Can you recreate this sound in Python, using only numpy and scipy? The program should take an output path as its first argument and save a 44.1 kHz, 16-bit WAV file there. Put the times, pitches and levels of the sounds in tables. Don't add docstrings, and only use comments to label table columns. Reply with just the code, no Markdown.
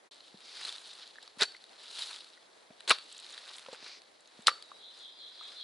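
import sys
import numpy as np
from scipy import signal
from scipy.fft import rfft, irfft
from scipy.io import wavfile

SR = 44100
rng = np.random.default_rng(int(sys.argv[2]) if len(sys.argv) > 2 else 0)


def convert_level_to_amplitude(level_db):
    exponent = np.asarray(level_db, float) / 20
    return 10 ** exponent


def master_out(mix):
    frames = np.transpose(np.atleast_2d(mix))
    ceiling = np.clip(frames, -1, 1)
    pcm = np.round(ceiling * 32767).astype(np.int16)
    wavfile.write(sys.argv[1], SR, pcm)


N = 248283

# (time [s], force [dB], depth [dB]); depth darkens the crunch
CHOPS = [
    [(1.385, -47, -7.5), (1.408, -27.5, 3), (1.4175, -24.5, 0), (1.4205, -19, 0.5), (1.434, -22.5, 1.5),
     (1.442, -32.5, 1.5), (1.47, -57.5, -13)],
    [(2.877, -29.5, -1), (2.893, -28, -2.5), (2.9, -25, -4), (2.905, -19, 7), (2.917, -20, 5.5),
     (2.928, -34.5, -2), (2.95, -42, 0)],
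    [(4.463, -47, 7), (4.4695, -35, -5), (4.4705, -15.5, -5.5), (4.48, -25.5, -0.5), (4.492, -27.5, 2),
     (4.5, -40, 3), (4.53, -58, 3)],
]
# (frequency [Hz], level [dB per Hz])
SOIL_SPECTRUM = [(35, -92), (60, -41.5), (261, -31.5), (362, -19), (481, -18.5), (714, -18), (1440, -10.5),
                 (2180, -11), (3950, 3), (5730, -10), (10600, -17.5), (11300, -17), (14700, -74),
                 (22000, -120)]


def rms_one(x):
    return x / np.sqrt(np.mean(x ** 2) + 1e-20)


def peak_one(x):
    return x / np.abs(x).max()


def filtered(x, order, hz, kind):
    return signal.sosfilt(signal.butter(order, hz, kind, fs=SR, output="sos"), x)


def in_time(rows):
    s, *columns = np.transpose(rows)
    return [np.interp(np.arange(N) / SR, s, c) for c in columns]


def colour(x, spectrum):
    hz, db = np.transpose(spectrum)
    bin_hz = np.arange(1025) * SR / 2048
    gain_db = np.interp(np.log(bin_hz + 1), np.log(hz), np.maximum(db, -70))
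    cepstrum = irfft(np.log(convert_level_to_amplitude(gain_db)))
    cepstrum[1:1024] *= 2
    cepstrum[1025:] = 0
    impulse = irfft(np.exp(rfft(cepstrum)))
    return signal.fftconvolve(x, impulse[None], axes=1)[:, :N]


def drift(rate_hz):
    r = np.exp(-2 * np.pi * rate_hz / SR)
    slow = signal.lfilter([1], [1, -2 * r, r * r], rng.standard_normal(N + 9000))
    return rms_one(slow[9000:])


def ring(clicks, hz, t60_s):
    r, w = convert_level_to_amplitude(-60 / (t60_s * SR)), 2 * np.pi * hz / SR
    return signal.lfilter([0, np.sin(w)], [1, -2 * r * np.cos(w), r * r], clicks + 1e-18)


def add(out, s, sound):
    i = round(s * SR)
    out[i:i + len(sound)] += sound[:N - i]


def widen(mono, twin):
    side_db = -15.5
    return mono + convert_level_to_amplitude(side_db) * twin * np.array([[1], [-1]])


def trunks(x, t60_s):
    t = np.arange(SR // 2) / SR
    tail = rng.standard_normal((2, len(t))) * convert_level_to_amplitude(-60 * t / t60_s) * (1 - np.exp(-t / 0.0011))
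    tail = tail[0] + .5 * tail[1] * np.array([[1], [-1]])
    tail = tail / np.sqrt(np.sum(tail[0] ** 2))
    return signal.fftconvolve(x[None], tail, axes=1)[:, :N]


def woods():
    # (frequency [Hz], level [dB per Hz])
    woods_spectrum = [(12, -76), (20, -32), (154, -19), (223, -11.5), (422, -4), (596, -3.5), (717, -4),
                      (819, -5), (1390, -9.5), (1670, -9.5), (2070, -9.5), (3080, -17), (11300, -21.5),
                      (14700, -49), (22000, -120)]
    level_db, likeness = -60, 0.057
    mid, side = rms_one(colour(rng.standard_normal((2, N)), woods_spectrum))
    pair = np.sqrt(1 + likeness) * mid + np.sqrt(1 - likeness) * side * [[1], [-1]]
    return convert_level_to_amplitude(level_db - 5.0 + 1.16 * drift(11.8)) * pair


def whistle(pitch_hz):
    return np.hanning(len(pitch_hz)) ** .5 * np.sin(2 * np.pi * np.cumsum(pitch_hz) / SR)


def bird():
    # (time [s], level [dB], warble depth [Hz]); the note sags as deep as it warbles
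    syllables = [
        (4.52, -56.5, 79.5),
        (4.64, -55, 102),
        (4.725, -47.5, 380),
        (4.915, -45.5, 380),
        (5.105, -44.5, 380),
        (5.295, -43.5, 380),
        (5.485, -40.5, 380),
    ]
    note_s, slur_s, slur_db = 0.165, .08, -14
    note_hz, warble_rate_hz, sag_per_s = 3900, 61.0, 5.0
    out, t, wobble = np.zeros(N), np.arange(round(note_s * SR)) / SR, drift(85.0)
    slur_len = round(slur_s * SR)
    for s, db, depth_hz in syllables:
        uneven = .3 * wobble[round(s * SR / 2):][:len(t)]
        slur_hz = np.linspace(5200., 4200., slur_len) + depth_hz * uneven[:slur_len]
        add(out, s, convert_level_to_amplitude(db + slur_db) * whistle(slur_hz))
        warble = np.sin(2 * np.pi * warble_rate_hz * t) + uneven - sag_per_s * t
        add(out, s + 0.037, convert_level_to_amplitude(db) * whistle(note_hz + depth_hz * warble))
    return trunks(out, .42)


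def swishes():
    # (time [s], length [s], level [dB])
    strokes = [
        (0.408, 0.35, -52.5),
        (3.798, 0.2, -50.5),
    ]
    # (frequency [Hz], level [dB per Hz])
    cloth_spectrum = [(880, -62), (1500, -32), (2130, -8), (2320, -7), (2820, -11), (4650, -1),
                      (7750, -23.5), (9000, -26), (11700, -64), (19800, -120)]
    t = np.arange(N) / SR
    swell = sum(convert_level_to_amplitude(db) * np.sin(np.pi * np.clip((t - s) / length_s, 0, 1)) ** 0.59
                for s, length_s, db in strokes)
    return widen(*(swell * rms_one(colour(rng.standard_normal((2, N)), cloth_spectrum))))


def thuds():
    # (time [s], peak [dB], pitch [Hz], t60 [s])
    footfalls = [
        (.343, -42.5, 203, 0.045),
        (1.372, -45.5, 221, .031),
        (1.418, -27.5, 431, 0.055),
        (2.704, -46, 220, 0.032),
        (2.904, -28.5, 500, .059),
        (3.685, -36, 536, 0.061),
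        (3.729, -40, 500, 0.041),
        (3.827, -43.5, 360, 0.039),
        (4.391, -43.5, 228, 0.043),
        (4.48, -42, 530, 0.11),
    ]
    out, t = np.zeros(N), np.arange(6000) / SR
    for (s, db, hz, t60_s), puff in zip(footfalls, rng.standard_normal((len(footfalls), 6000))):
        push = np.exp(-t / 0.00078) + 0.94 * puff * np.exp(-t / 0.003)
        upper = 0.4 * ring(push, 1.7 * hz, .25 * t60_s)
        lower = 0.3 * ring(push, 0.575 * hz, 0.57 * t60_s)
        add(out, s, convert_level_to_amplitude(db) * peak_one(np.diff(ring(push, hz, t60_s) + upper + lower)))
    return filtered(out, 3, 140, "high")


def burst_shape(t, contact_s):
    return t / contact_s * np.exp(1 - t / contact_s)


def snaps(rows, contact_s):
    # (pitch [Hz], t60 [s])
    lump_decay = [(1200, 0.016), (4200, 0.0091), (7500, 0.0039)]
    pitched, sharp, t = np.zeros((2, N)), np.zeros((2, N)), np.arange(2000) / SR
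    for (s, db, hz, sharp_db), bursts in zip(rows, rng.standard_normal((len(rows), 2, 2000))):
        t60_s = np.clip(np.interp(hz, *np.transpose(lump_decay)), .0015, .016)
        for k, burst in enumerate(bursts * burst_shape(t, contact_s)):
            add(pitched[k], s + 0.0006, convert_level_to_amplitude(db) * peak_one(ring(np.diff(burst), hz, t60_s)))
            add(sharp[k], s + 0.00064, convert_level_to_amplitude(db + sharp_db) * peak_one(burst))
    return widen(*(pitched + convert_level_to_amplitude(10.5) * colour(sharp, SOIL_SPECTRUM)))


def scattered(rows, hz, sharp_db):
    chance = rng.standard_normal((len(rows), 2))
    return [(s, db, hz * (1 + .06 * a), sharp_db + 3.2 * b) for (s, db), (a, b) in zip(rows, chance)]


def leaves():
    # (time [s], peak [dB])
    leaf_ticks = [(.1433, -52), (.4536, -49), (.9076, -49), (.934, -45.5), (1.0747, -52), (1.2264, -47.5),
                  (3.0382, -50.5), (3.1245, -41), (3.1783, -41), (3.1983, -45), (3.3225, -40.5),
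                  (3.5645, -45), (3.7281, -45), (4.0189, -56), (4.205, -50), (4.2733, -53), (4.4195, -49.5),
                  (4.947, -67), (4.9698, -58), (4.988, -53), (5.0262, -57), (5.4103, -61), (5.4343, -51)]
    return snaps(scattered(leaf_ticks, hz=7300, sharp_db=-13), contact_s=0.001)


def knocks():
    # (time [s], peak [dB], pitch [Hz], broad clack [dB])
    stones = [(1.156, -43, 1700, -5), (1.183, -33.5, 1770, -13), (1.546, -38, 2070, -22),
              (1.565, -50, 2140, -6), (2.032, -41.5, 1240, -4), (2.374, -45.5, 1950, 4),
              (2.705, -40.5, 660, -5), (2.804, -45.5, 1900, 7.5), (3.334, -47, 1840, -7),
              (3.376, -38, 1860, -3), (3.5, -43.5, 1230, -1), (3.661, -39, 1330, 6), (3.684, -43.5, 930, 2),
              (3.73, -40, 850, -4), (3.745, -44, 1610, 10), (3.825, -44.5, 830, 8), (3.86, -49.5, 2400, 0),
              (4.513, -29, 1220, -15), (4.716, -32.5, 1200, -13), (5.41, -38, 1330, -2.5)]
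    out, t = np.zeros((2, N)), np.arange(3000) / SR
    for (s, db, hz, clack_db), bursts in zip(stones, rng.standard_normal((len(stones), 2, 3000))):
        for k, burst in enumerate(bursts * burst_shape(t, contact_s=0.0014)):
            ping = ring(burst, hz, .018)
            clack = np.diff(ring(burst, hz, .003) + ring(burst, 1.7 * hz, .002), prepend=0)
            add(out[k], s, convert_level_to_amplitude(db - 4.5) * (peak_one(ping) + convert_level_to_amplitude(clack_db) * peak_one(clack)))
    return widen(*filtered(out, 2, [450, 4500], "band"))


def soil(body_db, grit_db, dust_db, per_s, spread_db, clump_db, hiss_db):
    sizes = convert_level_to_amplitude(spread_db * np.minimum(rng.exponential(1, (2, N)), 5)) * rng.choice([-1, 1], (2, N))
    grains = rms_one(sizes * (rng.random((2, N)) < per_s / SR))
    grains = grains + convert_level_to_amplitude(hiss_db) * rng.standard_normal((2, N))
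    grains = colour(grains * convert_level_to_amplitude(clump_db * drift(95.0)), SOIL_SPECTRUM)
    body = filtered(grains, 3, 2500, "low")
    grit = filtered(grains, 2, [2500, 5700], "band")
    dust = filtered(grains, 3, 5700, "high")
    zones = zip([body, grit, dust], [body_db, grit_db, dust_db], [1.5, 1.1, 1.1])
    return widen(*sum(rms_one(zone) * convert_level_to_amplitude(db + patch_db * drift(39.8)) for zone, db, patch_db in zones))


def flow():
    # (peak time [s], level [dB], swell [s], fade [s], coarseness [dB])
    slides = [(0.117, -51.5, 0.025, 0.18, -2), (.27, -54, 0.17, 0.1, -5.5), (.668, -37.5, 0.29, 0.18, 1.5),
              (0.852, -47, 0.59, 0.57, -2.5), (1.026, -47, 0.23, 0.13, 4), (1.225, -54.5, 0.035, 0.24, 2.5),
              (1.83, -47.5, .2, 0.23, 1.5), (1.997, -35, 0.15, .25, -1.5), (2.11, -42.5, 0.11, 0.26, 0),
              (2.3, -57, 0.18, 0.33, -3), (3.15, -55, 0.49, .5, -6), (3.3, -48, 0.39, 0.9, 1.5),
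              (3.574, -46, .9, 0.23, 1), (3.745, -46, 0.13, 0.055, 3.5), (3.87, -46.5, 0.18, 0.13, 5.5),
              (4.43, -54, 0.37, 0.27, 0), (5.0, -51.5, 0.26, 0.17, -0.5), (5.5, -49.5, 0.49, 0.7, 2.5)]
    trickle_db = -66
    t = np.arange(N) / SR
    spills = [(c[-1][0], -54, .03, 0.62, 0) for c in CHOPS]
    rows = slides + spills
    power = np.array([convert_level_to_amplitude(2 * db - 43.4 * np.maximum((s - t) / swell_s, (t - s) / fade_s))
                      for s, db, swell_s, fade_s, _ in rows])
    total = power.sum(axis=0) + convert_level_to_amplitude(2 * trickle_db)
    coarse_db = np.array([row[-1] for row in rows]) @ power / total
    grit_db = 10 * np.log10(total)
    body_db = grit_db - 9 + coarse_db
    dust_db = grit_db - 10 + 0.16 * (grit_db + 45) - 0.56 * coarse_db
    return body_db, grit_db, dust_db


def crumbs(grit_db):
    when, size = rng.random((70, 2)).T
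    at = (when * N * .97).astype(int)
    return list(zip(at / SR, grit_db[at] + 1.5 + 6.0 * size))


def lumps(grit_db):
    # (time [s], peak [dB], pitch [Hz])
    clod_hits = [(0.2042, -46, 3930), (.4746, -48, 4830), (.5624, -48, 4700), (0.6135, -41, 3950),
                 (0.6494, -26.5, 3940), (.6740, -37, 3760), (0.691, -32, 3500), (.7405, -43, 3500),
                 (.8722, -42, 4050), (1.0752, -41, 4000), (1.227, -38.5, 4000), (1.2759, -40, 3900),
                 (1.5195, -40, 4500), (1.5648, -39, 4300), (1.639, -42, 3590), (1.7951, -49, 4020),
                 (1.9904, -30, 4200), (2.0201, -31, 3800), (2.1099, -33, 4260), (2.8045, -35.5, 3980),
                 (2.9843, -34, 3240), (3.1244, -41, 4000), (3.1985, -40, 4160), (3.264, -39.5, 3670),
                 (3.3769, -35, 3380), (3.5822, -34, 3650), (3.7303, -44, 4100), (4.017, -43, 4600),
                 (4.2738, -45.5, 4000), (4.6231, -35.5, 4700)]
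    sharp_db = -0.5
    clods = [(*clod, sharp_db) for clod in clod_hits]
    return snaps(clods + scattered(crumbs(grit_db), 4050, sharp_db), contact_s=0.00073)


def blade():
    # (time [s], level [dB], low mode [dB])
    releases = [
        (1.454, -44.5, -20),
        (2.928, -43, -25),
        (4.503, -42, 0),
        (4.482, -70, 48),
    ]
    # (frequency [Hz], level [dB], t60 [s])
    blade_modes = [(1195, -8, .1), (4487, 0, .32), (4519, -4, .24)]
    clicks = np.zeros((2, N))
    for s, db, low_db in releases:
        add(clicks[0], s, np.array([convert_level_to_amplitude(db)]))
        add(clicks[1], s, np.array([convert_level_to_amplitude(db + low_db)]))
    struck = sum(convert_level_to_amplitude(db) * ring(clicks[int(hz < 2000)], hz, t60_s) for hz, db, t60_s in blade_modes)
    return convert_level_to_amplitude(2.0 * drift(70.0)) * filtered(struck, 2, 900, "high")


def cracks():
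    # (time [s], peak [dB], pitch [Hz], sharp share [dB])
    clay_cracks = [(1.4096, -22.5, 3420, -6), (1.4098, -26, 7500, -30), (1.419, -17.5, 4100, -11),
                   (1.4195, -24, 1450, -8), (1.425, -18.5, 4530, -20), (1.4315, -16, 4220, -12),
                   (1.4318, -22.5, 7300, -20), (1.436, -27, 1590, -4), (2.8768, -27, 3380, 1),
                   (2.8875, -33, 4330, -6), (2.895, -15, 4170, -4), (2.8948, -17.5, 8070, -10),
                   (2.9028, -18, 4370, -11), (2.9051, -10, 3930, -1), (2.9056, -19, 900, -7),
                   (2.9097, -10, 1186, -1), (2.917, -14, 3980, -22), (2.9175, -18.5, 1300, -10),
                   (2.923, -23, 1070, -10), (4.4692, -19.5, 7500, 3.5), (4.4694, -10.5, 4880, 0.5),
                   (4.4725, -16.5, 4550, -10), (4.4785, -13.5, 3840, -11), (4.481, -9, 1254, -17),
                   (4.488, -21.5, 1170, -15), (4.49, -26, 1890, -15)]
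    return snaps(clay_cracks, contact_s=0.00041)


def chops():
    gated = [[(c[0][0] - .004, -90, 0), *c, (c[-1][0] + 0.071, -80, 0)] for c in CHOPS]
    force_db, depth_db = in_time(sum(gated, []))
    return soil(force_db - 6 + depth_db, force_db, force_db - 13.5 - depth_db,
                per_s=6100.0, spread_db=3.0, clump_db=1.0, hiss_db=8.5)


def scene():
    low_cut_hz, ground_db, echo_db = 146, -26, -22.5
    sliding_db = flow()
    crumble = soil(*sliding_db, per_s=2500.0, spread_db=4.5, clump_db=1.2, hiss_db=2.0)
    hits = chops() + cracks() + lumps(sliding_db[1]) + leaves() + knocks() + blade()
    hits = filtered(hits, 2, low_cut_hz, "high") + convert_level_to_amplitude(ground_db) * hits + thuds()
    echo = convert_level_to_amplitude(echo_db) * trunks(hits.mean(axis=0), 0.35)
    return crumble + swishes() + hits + echo + bird() + woods()


def top_cut(x):
    return signal.sosfilt(signal.butter(12, 12360, fs=SR, output="sos"), x)


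def record(dry):
    fade_s, silence_s, resume_s, opening_db, top_hz = 0.066, 0.093, .111, -2, 11400
    gate = np.interp(np.arange(N) / SR, [fade_s, silence_s, resume_s - .001, resume_s],
                     [convert_level_to_amplitude(opening_db), 0, 0, 1])
    cut = signal.sosfilt(signal.cheby2(10, 45, top_hz + 500, fs=SR, output="sos"), dry)
    return top_cut(cut * gate * convert_level_to_amplitude(np.array([[.15], [-.15]])))


dry = scene()
out = record(dry)
master_out(out)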